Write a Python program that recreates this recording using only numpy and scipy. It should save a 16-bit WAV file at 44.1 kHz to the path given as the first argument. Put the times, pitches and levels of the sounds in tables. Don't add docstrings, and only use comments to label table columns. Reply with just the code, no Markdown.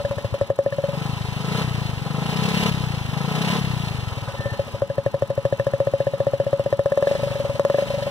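import sys
import numpy as np
from scipy import signal
from scipy.fft import rfft, irfft
from scipy.io import wavfile

SR = 44100
rng = np.random.default_rng(int(sys.argv[2]) if len(sys.argv) > 2 else 0)


def digitize_waveform(pressure):
    field = np.atleast_2d(pressure).T
    bounded = np.clip(field, -1, 1)
    quanta = np.round(bounded * 32767).astype(np.int16)
    wavfile.write(sys.argv[1], SR, quanta)


N = 357210
TIME = np.arange(N) / SR
FREQS = np.maximum(np.arange(N // 2 + 1) * SR / N, 1)

# time_s, ring_db, bark_db, ping_db, thump_db
POPS = [(0.0, -17.5, -24, -49, -27), (0.0488, -13, -33, -22, -22), (0.1114, -16, -13.5, -34.0, -22),
        (0.1823, -15, -18.5, -23, -22), (0.2452, -14, -23, -35, -18.5), (0.3412, -13.5, -16.5, -30, -19.5),
        (0.412, -9.5, -15, -25, -20.5), (0.5018, -8.5, -17, -25, -22.5), (0.5891, -8, -14, -26, -26.5),
        (0.6616, -9.5, -28, -21, -25), (0.724, -16.5, -20, -17.5, -23), (0.784, -11.5, -23, -32, -21),
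        (0.8381, -11.5, -26, -26, -20), (0.8875, -15.5, -26, -45, -17.5), (0.9355, -21.5, -30, -51, -20),
        (4.1774, -26, -38.0, -52, -20), (4.231, -34, -45, -46.0, -20), (4.284, -22.5, -33, -32, -20.5),
        (4.3418, -23, -36.0, -36, -26), (4.4057, -22.0, -23, -38, -18), (4.457, -15.5, -18, -38.0, -18),
        (4.5328, -24.5, -28.0, -29, -18.5), (4.5937, -11, -26, -30, -18), (4.6748, -27.5, -39, -47, -41),
        (4.745, -19, -40, -45, -21), (4.82, -10, -15.5, -44.0, -20), (4.9001, -14, -28.0, -27, -22),
        (4.9809, -10.5, -20, -29, -18), (5.0624, -9.5, -18, -23, -17.5), (5.1423, -11, -18, -27.0, -20),
        (5.222, -9, -16, -29, -18), (5.3022, -12, -22, -28, -22), (5.3775, -11, -22, -29, -18.5),
        (5.452, -9, -14, -21, -17), (5.525, -9.5, -25, -23, -18.5), (5.5974, -11, -15, -19, -19),
        (5.6675, -10, -14.5, -22, -19), (5.7357, -10.5, -20, -26, -18), (5.8024, -9, -14, -28, -20),
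        (5.8707, -10, -18, -31, -19), (5.9367, -9.0, -21, -31, -21), (6.003, -9.5, -25, -22, -20),
        (6.0684, -10.0, -28, -22, -20), (6.1353, -12.5, -33.0, -32, -23), (6.2029, -9.5, -18, -26.5, -19),
        (6.268, -9, -19, -25.5, -19.5), (6.3347, -10, -22, -31, -21), (6.4, -9, -29, -23.5, -20),
        (6.4658, -12, -30, -28, -21), (6.5298, -9, -17, -29, -20), (6.5954, -10, -19, -43, -21),
        (6.6607, -10.5, -31, -29, -21.5), (6.7267, -8.5, -14, -20, -20), (6.7928, -9, -14, -24.0, -17.5),
        (6.8586, -9, -10.5, -22, -20.5), (6.9198, -9.5, -13, -21.0, -21), (6.9742, -8.5, -11.5, -26, -24),
        (7.025, -9, -11, -21, -22), (7.0708, -8.5, -14, -20, -23.5), (7.1117, -10, -19, -34, -23.5),
        (7.1517, -11.5, -20, -25, -25), (7.193, -17.5, -39, -37.0, -25), (7.2325, -12, -32, -35, -21),
        (7.2714, -15.5, -34, -33.0, -22.5), (7.3126, -17.5, -35, -29, -21), (7.3547, -15, -31, -27, -25),
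        (7.3998, -13, -24, -43, -23), (7.449, -14, -39, -45, -21.5), (7.4975, -14, -18, -36, -20.5),
        (7.552, -18, -40, -35, -22.5), (7.5957, -8.5, -7.5, -27, -24), (7.6502, -8.5, -7, -23, -26),
        (7.6995, -9, -10, -22, -20.5), (7.7438, -9, -15, -22.5, -22), (7.7847, -9.5, -17, -24, -24),
        (7.8223, -12.5, -25, -29, -25), (7.868, -24, -37, -44.0, -26), (7.9023, -14, -33, -48, -23.5),
        (7.9399, -14, -28, -39, -21), (7.9817, -16, -35, -42, -22), (8.023, -15.5, -37, -27, -22),
        (8.0664, -14, -27.0, -40.5, -24)]
# time_s, firings_per_s
SPEED = [(0, 16.3), (0.52, 10.4), (0.55, 11.7), (0.81, 18.6), (0.95, 24.14), (1.09, 25.53), (1.25, 26.04),
         (1.41, 25.27), (1.6, 31.77), (1.67, 30.48), (2.03, 22.52), (2.25, 28.08), (2.45, 33.06),
         (2.65, 35.06), (2.72, 33.74), (2.9, 29.27), (3.09, 24.73), (3.3, 28.98), (3.54, 35.91),
         (3.62, 34.1), (3.85, 28.18), (4.15, 19.96), (4.25, 18.5), (4.52, 14.7), (4.89, 12.3), (5.24, 12.6),
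         (5.78, 14.9), (6.6, 15.5), (6.82, 14.8), (7.01, 19.9), (7.12, 26.2), (7.63, 18.5), (7.81, 26.2),
         (8.1, 23.1)]
# opens_s, shuts_s, charge (0-1)
THROTTLE = [(0.38, .47, 0.2), (0.47, 1.082, 0.75), (1.346, 1.618, 0.87), (1.99, 2.678, 0.87),
            (3.093, 3.577, 0.75), (4.758, 6.702, 0.48), (6.693, 7.12, 0.98), (7.538, 7.812, 0.81)]
OPEN_S, SHUT_S = 0.07, 0.03
MID_SPEED = 25
# time_s, share (0-1)
CAN_IN_JET = [(.7, 1), (.84, 0), (.9, 0.16), (1.05, 0), (4.06, 0.02), (4.3, 0), (4.6, 0)]

# time_s, pitch_hz, typical_t60_s (time to fall 60 dB)
CAN_NOTE = [(0, 567, 0.092), (.55, 554.4, 0.075), (.8, 560.4, 0.1), (4.4, 558.6, 0.084),
            (5.302, 555, 0.078), (5.9, 554.5, 0.078), (6.9, 560, 0.094), (7.4, 562, 0.098),
            (7.7, 562, 0.076), (8.1, 563, 0.1)]
# pop_time_s, t60_s
CHOKED = [(.1823, 0.047), (.2457, 0.048), (7.1515, 0.061)]
# ring_db, attack_s
CAN_FILL = [(-17, 0.0016), (-7.5, 0.00037)]
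# pitch_hz, level_db, t60_s
CAN_BODY = [(536, -17.5, 0.015), (390, 2, 0.0066)]
# pitch_hz, level_db, t60_s
CAN_PING = [(1689, 1.5, 0.014), (1786, -1, 0.018)]
# pitch_hz, level_db, t60_s
CAN_BARK = [(890, -4.5, 0.0064), (1056, -14.5, 0.018), (1190, -18, 0.0041), (1550, -10.5, 0.0019)]
BARK_LAG_S = 0.00018
# loudest_s, swell_s, pitch_hz, level_db
WHISTLES = [(4.085, 0.044, 1310, -44.5), (4.29, 0.04, 1490, -46), (4.468, 0.072, 1788, -38.5)]
# firings_per_s, change_db
CAN_HISS_CHANGE = [(13, 2.5), (17, 3), (24, -10)]

THUMP_HZ = (131.5, 2.5, 43, 0.6, 6)
BARE_THUMP_DB = (-16.5, 0.2742, 0.5, -0.13, -9)
THUMP_LAG_S = (.0006, 0, -.0004, 0, -0.00075)
COVERED_HZ = (134.5, 1.4, 30, 0.9, -0.5)
COVERED_DB = (0.61, 0, -1.1, -0.064, 1.5)
FRONT_DB = (-40, 0.2, 13.5, 0.1, 3)
HEAVE_DB = (-43, -0.6, -10, -1, 1)
TAILPIPE_DB = (-44.5, 0.08, 16, 0, -8)
ROAR_DB = (-39, 0.09, 1.4, 0.6639, -1)
HISS_DB = (-42.5, 0.3375, 0.4, 0.7, -3)
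HUM_DB = (-40, 0.86, -2.5, 1, 6.5)

THUMP_SHAPE = [(0, 0.34, -0.41, 1.23, 0.14), (.85, .48, 0.016, 1.65, .2)]
COVERED_SHAPE = [(0, 0.23, -0.33, 1.6, 0.066), (.6, 0.48, 0.51, 1.6, 0.047), (1, .4, 0.16, 1, 0.13)]
# ring_db, thump_lag_s
COVERED_LAG = [(-13.5, -.002), (-11.5, 0.000054)]
THUMP_WAVER = 0.018
THUMP_SCATTER_DB = 0.3
BARE_SPAN_S = (.9768, 4.15)
HUNTING_SPAN_S, HUNTING_LOSS_DB, HUNTING_EARLY_S = (1.16, 1.43), 2.5, 0.00208
JOLT_DB = 1
FRONT_LEAD_S, FRONT_WIDTH_S = 0.0027, 0.0005
HEAVE_HZ, HEAVE_S, HEAVE_LAG_S = 65, 0.0095, 0.0024

# pitch_hz, level_db, t60_s
TAILPIPE = [(439, 2.5, 0.06), (490, -6, 0.04), (804, -6, 0.14), (1040, -2, 0.037), (1300, -3, 0.061)]
# pitch_hz, boost_db
PIPE = [(441, 6.5), (840, 5), (997, 6.5), (1288, 6.5), (1572, -3), (1787, -1), (2335, 2.5), (2668, 8),
        (2858, 7.5), (3090, 9), (3430, 5.5), (3770, 8), (4255, 12), (4875, 11), (5220, 9.5)]
# pitch_hz, level_db (per Hz)
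ROAR = [(30, -23), (60, 1), (130, 7), (220, 5.5), (300, -3), (450, -2), (650, 0.5), (1000, -0.5),
        (1400, -5.5), (1900, -10), (2600, -18), (5000, -41.5)]
# pitch_hz, level_db (per Hz)
HISS = [(1000, -17), (1900, 1), (2500, 0.5), (3200, -3), (4000, -4.5), (5000, -11), (6000, -11),
        (8000, -17.5), (10000, -16), (13000, -22.5), (15500, -20.5)]
# share_after_firing (0-1), level_db, decay_s
VALVES = [(.655, -41.5, .0024), (.712, -44.5, .002), (.965, -42.5, .0028)]
VALVE_BAND_HZ = (3200, 11000)

# pitch_hz, left_minus_right_db
BALANCE = [(30, -12), (70, 4), (200, 6.5), (380, 1.3), (560, 2.5), (800, -1.5), (1300, 0.5), (2400, -0.5),
           (15000, 0)]
# pitch_hz, gain_db
DIFFUSE = [(40, -25), (130, -0.5), (560, -10.5), (1000, -16.5), (2500, -11.5), (8000, -5.5), (15000, -22.5)]
PHASE_TURN_HZ = 2310
CUTOFF_HZ = 15550


def from_db(db):
    return 10 ** (np.asarray(db) / 20)


def rms_one(x):
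    return x / np.sqrt(np.mean(x ** 2) + 1e-20)


def in_time(rows, at=TIME):
    s, *columns = np.transpose(rows)
    return [np.interp(at, s, column) for column in columns]


def over_hz(points):
    hz, value = np.transpose(points)
    return np.interp(np.log(FREQS), np.log(hz), value)


def coloured(x, db):
    return rms_one(irfft(rfft(x) * from_db(db), N))


def band(x, order, edges_hz):
    return signal.sosfilt(signal.butter(order, edges_hz, "band", fs=SR, output="sos"), x)


def slow_noise(corner_hz):
    return coloured(rng.standard_normal(N), -20 * np.log10(1 + (FREQS / corner_hz) ** 2))


def clicks(times, heights):
    places = np.clip(np.round(times * SR).astype(int), 0, N - 1)
    return np.bincount(places, heights * np.ones(len(times)), N)


def ring(x, hz, t60):
    r, w = np.exp(-np.log(1000) / (t60 * SR)), 2 * np.pi * hz / SR
    return signal.lfilter([0, np.sin(w)], [1, -2 * r * np.cos(w), r * r], x + 1e-18)


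def fading(x, decay_s):
    return signal.lfilter([1], [1, -np.exp(-1 / (decay_s * SR))], x + 1e-18)


def charge(at):
    pulls = []
    for opens, shuts, full in THROTTLE:
        ramp = np.minimum((at - opens) / OPEN_S, 1 + (shuts - at) / SHUT_S)
        pulls.append(full * np.clip(ramp, 0, 1))
    return np.max(pulls, axis=0)


def cover(at):
    return np.clip(in_time(CAN_IN_JET, at)[0], 0, 1)


def law(rule, at=TIME):
    base, by_speed, by_charge, by_both, by_can = rule
    faster = in_time(SPEED, at)[0] - MID_SPEED
    return base + by_speed * faster + charge(at) * (by_charge + by_both * faster) + by_can * cover(at)


def bare_firings():
    cycles = np.cumsum(in_time(SPEED)[0]) / SR
    first, last = np.interp(BARE_SPAN_S, TIME, cycles)
    times = np.interp(np.arange(first, last), cycles, TIME)
    every_second = np.arange(len(times)) % 2
    weak = every_second * (times > HUNTING_SPAN_S[0]) * (times < HUNTING_SPAN_S[1])
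    step = np.diff(charge(times), prepend=charge(times[:1]))
    level_db = law(BARE_THUMP_DB, times) - HUNTING_LOSS_DB * weak - JOLT_DB * step
    return times - HUNTING_EARLY_S * weak, level_db + THUMP_SCATTER_DB * rng.standard_normal(len(times))


def flywheel(pop_s):
    runs = np.split(pop_s, [np.searchsorted(pop_s, BARE_SPAN_S[0])])
    return np.concatenate([signal.savgol_filter(run, 5, 2) for run in runs])


def can(pop_s, ring_db, ping_db, rebound_s=0.00698, rebound=0.22, lead_s=0.0073, lead_db=-18.0,
        low_hz=370, high_hz=1000, note_db=0.5, length_scatter=0.15):
    hollow, age = np.zeros(N + SR), TIME[:SR // 8]
    for s, db, hz, t60 in zip(pop_s, ring_db, *in_time(CAN_NOTE, pop_s)):
        start = max(round(s * SR), 0)
        free_t60 = t60 * np.exp(length_scatter * rng.standard_normal())
        t60 = next((short for at, short in CHOKED if abs(at - s) < .01), free_t60)
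        fill = 1 - np.exp(-age / np.interp(db, *np.transpose(CAN_FILL)))
        fade = np.exp(-np.log(1000) * age / t60)
        hollow[start:start + len(age)] += from_db(db + note_db) * fill * fade * np.sin(2 * np.pi * hz * age)

    hardness = np.interp(ring_db, [-17, -7], [.4, 1.15])
    knocks = clicks(pop_s, hardness * from_db(ring_db))
    rebound_times = pop_s + rebound_s + rng.normal(0, .0001, len(pop_s))
    knocks = knocks + clicks(rebound_times, rebound * from_db(ring_db + 2 * rng.standard_normal(len(pop_s))))
    hollow = hollow[:N] + sum(from_db(db) * ring(knocks, hz, t60) for hz, db, t60 in CAN_BODY)
    hollow = band(hollow, 2, [low_hz, high_hz])

    for k, (hz, db, t60) in enumerate(CAN_PING):
        strength = from_db(ping_db[:, None] + db + rng.normal(0, 2.35, (len(pop_s), 2)))
        front = clicks(pop_s, strength[:, 0]) + clicks(pop_s - lead_s, strength[:, 1] * from_db(lead_db))
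        hollow = hollow + (-1) ** k * ring(front, hz, t60)
    return hollow


def barks(pop_s, bark_db, ring_db, least_db=-20.5):
    shocks = clicks(pop_s + BARK_LAG_S, from_db(bark_db) + from_db(ring_db + least_db))
    return sum(ring(shocks * from_db(db), hz, t60) for hz, db, t60 in CAN_BARK)


def spits(pop_s, bark_db, level_db=-25.0, decay_s=0.0052, edge_hz=2600):
    strength = from_db(bark_db + level_db + rng.normal(0, 1, len(pop_s)))
    burst = fading(clicks(pop_s, strength), decay_s)
    return band(burst * rng.standard_normal(N), 1, [edge_hz, 8000])


def muffler(firings, level_db, lag_s, pitch_law, shape_table):
    out, chance = np.zeros(N), rng.standard_normal(len(firings))
    pitch = law(pitch_law, firings) * np.exp(THUMP_WAVER * chance)
    shapes = in_time(shape_table, charge(firings))
    for s, db, hz, swell, crest, decay, sag in zip(firings + lag_s, level_db, pitch, *shapes):
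        near = slice(max(int((s - .03) * SR), 0), int((s + .07) * SR))
        cycles = (TIME[near] - s) * hz
        width = np.where(cycles < crest, swell, decay)
        envelope = np.exp(-np.abs((cycles - crest) / width) ** 1.4)
        sagged = cycles * (1 - sag * np.abs(cycles) / (1 + np.abs(cycles)))
        out[near] += from_db(db) * envelope * np.sin(2 * np.pi * sagged)
    return out


def fronts(bare_s):
    widths = np.arange(-SR // 200, SR // 200 + 1) / SR / FRONT_WIDTH_S
    pulse = -widths * np.exp((1 - widths ** 2) / 2)
    strength = from_db(law(FRONT_DB, bare_s) + rng.normal(0, 0.76, len(bare_s)))
    return signal.fftconvolve(clicks(bare_s - FRONT_LEAD_S, strength), pulse, "same")


def tailpipe(bare_s):
    force_db = law(TAILPIPE_DB, bare_s)
    out = np.zeros(N)
    for hz, db, t60 in TAILPIPE:
        strength = from_db(force_db + db + rng.normal(0, 2.7, len(bare_s)))
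        out += ring(clicks(bare_s, strength), hz, t60)
    return out


def heave(firings):
    lag = np.arange(-SR // 20, SR // 20 + 1) / SR
    swing = np.exp(-(lag / HEAVE_S) ** 2) * np.sin(2 * np.pi * HEAVE_HZ * lag)
    return signal.fftconvolve(clicks(firings + HEAVE_LAG_S, from_db(law(HEAVE_DB, firings))), swing, "same")


def blown_can(hum_hz=559, hum_t60=0.24):
    hum = rms_one(ring(ring(rng.standard_normal(N), hum_hz, hum_t60), hum_hz, 0.0075))
    return hum * cover(TIME) * from_db(law(HUM_DB))


def whistles(wander_hz=9.1, flutter_db=4.0, airy=0.31, airy_t60=.025):
    out = np.zeros(N)
    for s, swell_s, hz, db in WHISTLES:
        unrest = slow_noise(55)
        note = np.sqrt(2) * np.sin(2 * np.pi * np.cumsum(hz + wander_hz * unrest) / SR)
        air = rms_one(ring(rng.standard_normal(N), hz, airy_t60))
        swell = 1 / (1 + ((TIME - s) / swell_s) ** 4)
        out += rms_one(note + airy * air) * from_db(db + flutter_db * unrest) * swell
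    return out


def valves(firings, scatter_db=1.4):
    starts, periods = firings[:-1], np.diff(firings)
    bursts = np.zeros(N)
    for share, db, decay_s in VALVES:
        strength = from_db(db + scatter_db * rng.standard_normal(len(starts)))
        bursts += fading(clicks(starts + share * periods, strength), decay_s)
    return band(bursts * rng.standard_normal(N), 1, VALVE_BAND_HZ)


def gas(firings, roar_trim_db=3.0, hiss_trim_db=4.5, roar_throb=0.48, hiss_throb=0.53, roar_repeat=0.49,
        hiss_repeat=0.099, width_hz=24, roar_lag_s=-0.0094, hiss_lag_s=0.00045, gust_db=1.5):
    beats = clicks(firings, from_db(rng.normal(0, 1.0, len(firings))))
    pipe_db = sum(db / (1 + ((FREQS - hz) / width_hz) ** 2) for hz, db in PIPE)
    age = TIME[:SR // 10]
    echoes = rng.standard_normal((2, len(age))) * np.sqrt(age) * np.exp(-age / 0.014)
    first, second = signal.fftconvolve(beats[None], echoes, axes=1)[:, :N]
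    rattle = rms_one(first * np.cos(2 * np.pi * TIME) + second * np.sin(2 * np.pi * TIME))

    def rush(spectrum, throb, lag_s, rise_s, repeat):
        slugs = clicks(firings + lag_s, from_db(rng.normal(0, 2.9, len(firings))))
        surge = signal.fftconvolve(slugs, age / rise_s * np.exp(1 - age / rise_s))[:N]
        gusts = from_db(gust_db * slow_noise(70))
        noise = rng.standard_normal(N) * (1 + throb * surge)
        return coloured(gusts * (noise + repeat * rattle), over_hz(spectrum) + pipe_db)

    roar = rush(ROAR, throb=roar_throb, lag_s=roar_lag_s, rise_s=0.0048, repeat=roar_repeat)
    hiss = rush(HISS, throb=hiss_throb, lag_s=hiss_lag_s, rise_s=0.0054, repeat=hiss_repeat)
    can_db = cover(TIME) * np.interp(in_time(SPEED)[0], *np.transpose(CAN_HISS_CHANGE))
    roar_level = from_db(law(ROAR_DB) + roar_trim_db)
    return roar * roar_level + hiss * from_db(law(HISS_DB) + hiss_trim_db + can_db)


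def microphones(direct, stray, bass_lag=1.0, notch=0.3):
    turn = np.maximum(2 * np.pi * FREQS / PHASE_TURN_HZ - np.pi, 0)
    phase = turn - notch * np.sin(2 * turn) - bass_lag * np.exp(-FREQS / 550)
    sides = np.array([[1], [-1]])
    balance = from_db(sides * over_hz(BALANCE) / 2)
    ports = balance * np.exp(1j * phase * np.array([[0], [-1]]))
    scattered = sides * rfft(stray) * from_db(over_hz(DIFFUSE))
    return irfft(ports * (rfft(direct) + scattered), N)


def scene():
    pop_s, ring_db, bark_db, ping_db, thump_db = np.transpose(POPS)
    bare_s, bare_db = bare_firings()
    firings = np.sort(np.concatenate([pop_s, bare_s]))

    bare = muffler(bare_s, bare_db, law(THUMP_LAG_S, bare_s), THUMP_HZ, THUMP_SHAPE)
    bare = bare + fronts(bare_s) + tailpipe(bare_s)
    covered_db = thump_db + law(COVERED_DB, pop_s)
    covered_lag_s = np.interp(ring_db, *np.transpose(COVERED_LAG))
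    covered = muffler(flywheel(pop_s), covered_db, covered_lag_s, COVERED_HZ, COVERED_SHAPE)

    tin = can(pop_s, ring_db, ping_db) + barks(pop_s, bark_db, ring_db) + spits(pop_s, bark_db)
    tin = tin + blown_can() + whistles()
    direct = bare + covered + heave(firings) + tin + valves(firings) + gas(firings)
    return microphones(direct, stray=gas(firings) + valves(firings))


def record(dry, rumble_hz=43):
    dry = irfft(rfft(dry) / np.sqrt(1 + (rumble_hz / FREQS) ** 10), N)
    return signal.sosfilt(signal.ellip(12, .1, 90, CUTOFF_HZ, fs=SR, output="sos"), dry)


dry = scene()
out = record(dry)
digitize_waveform(out)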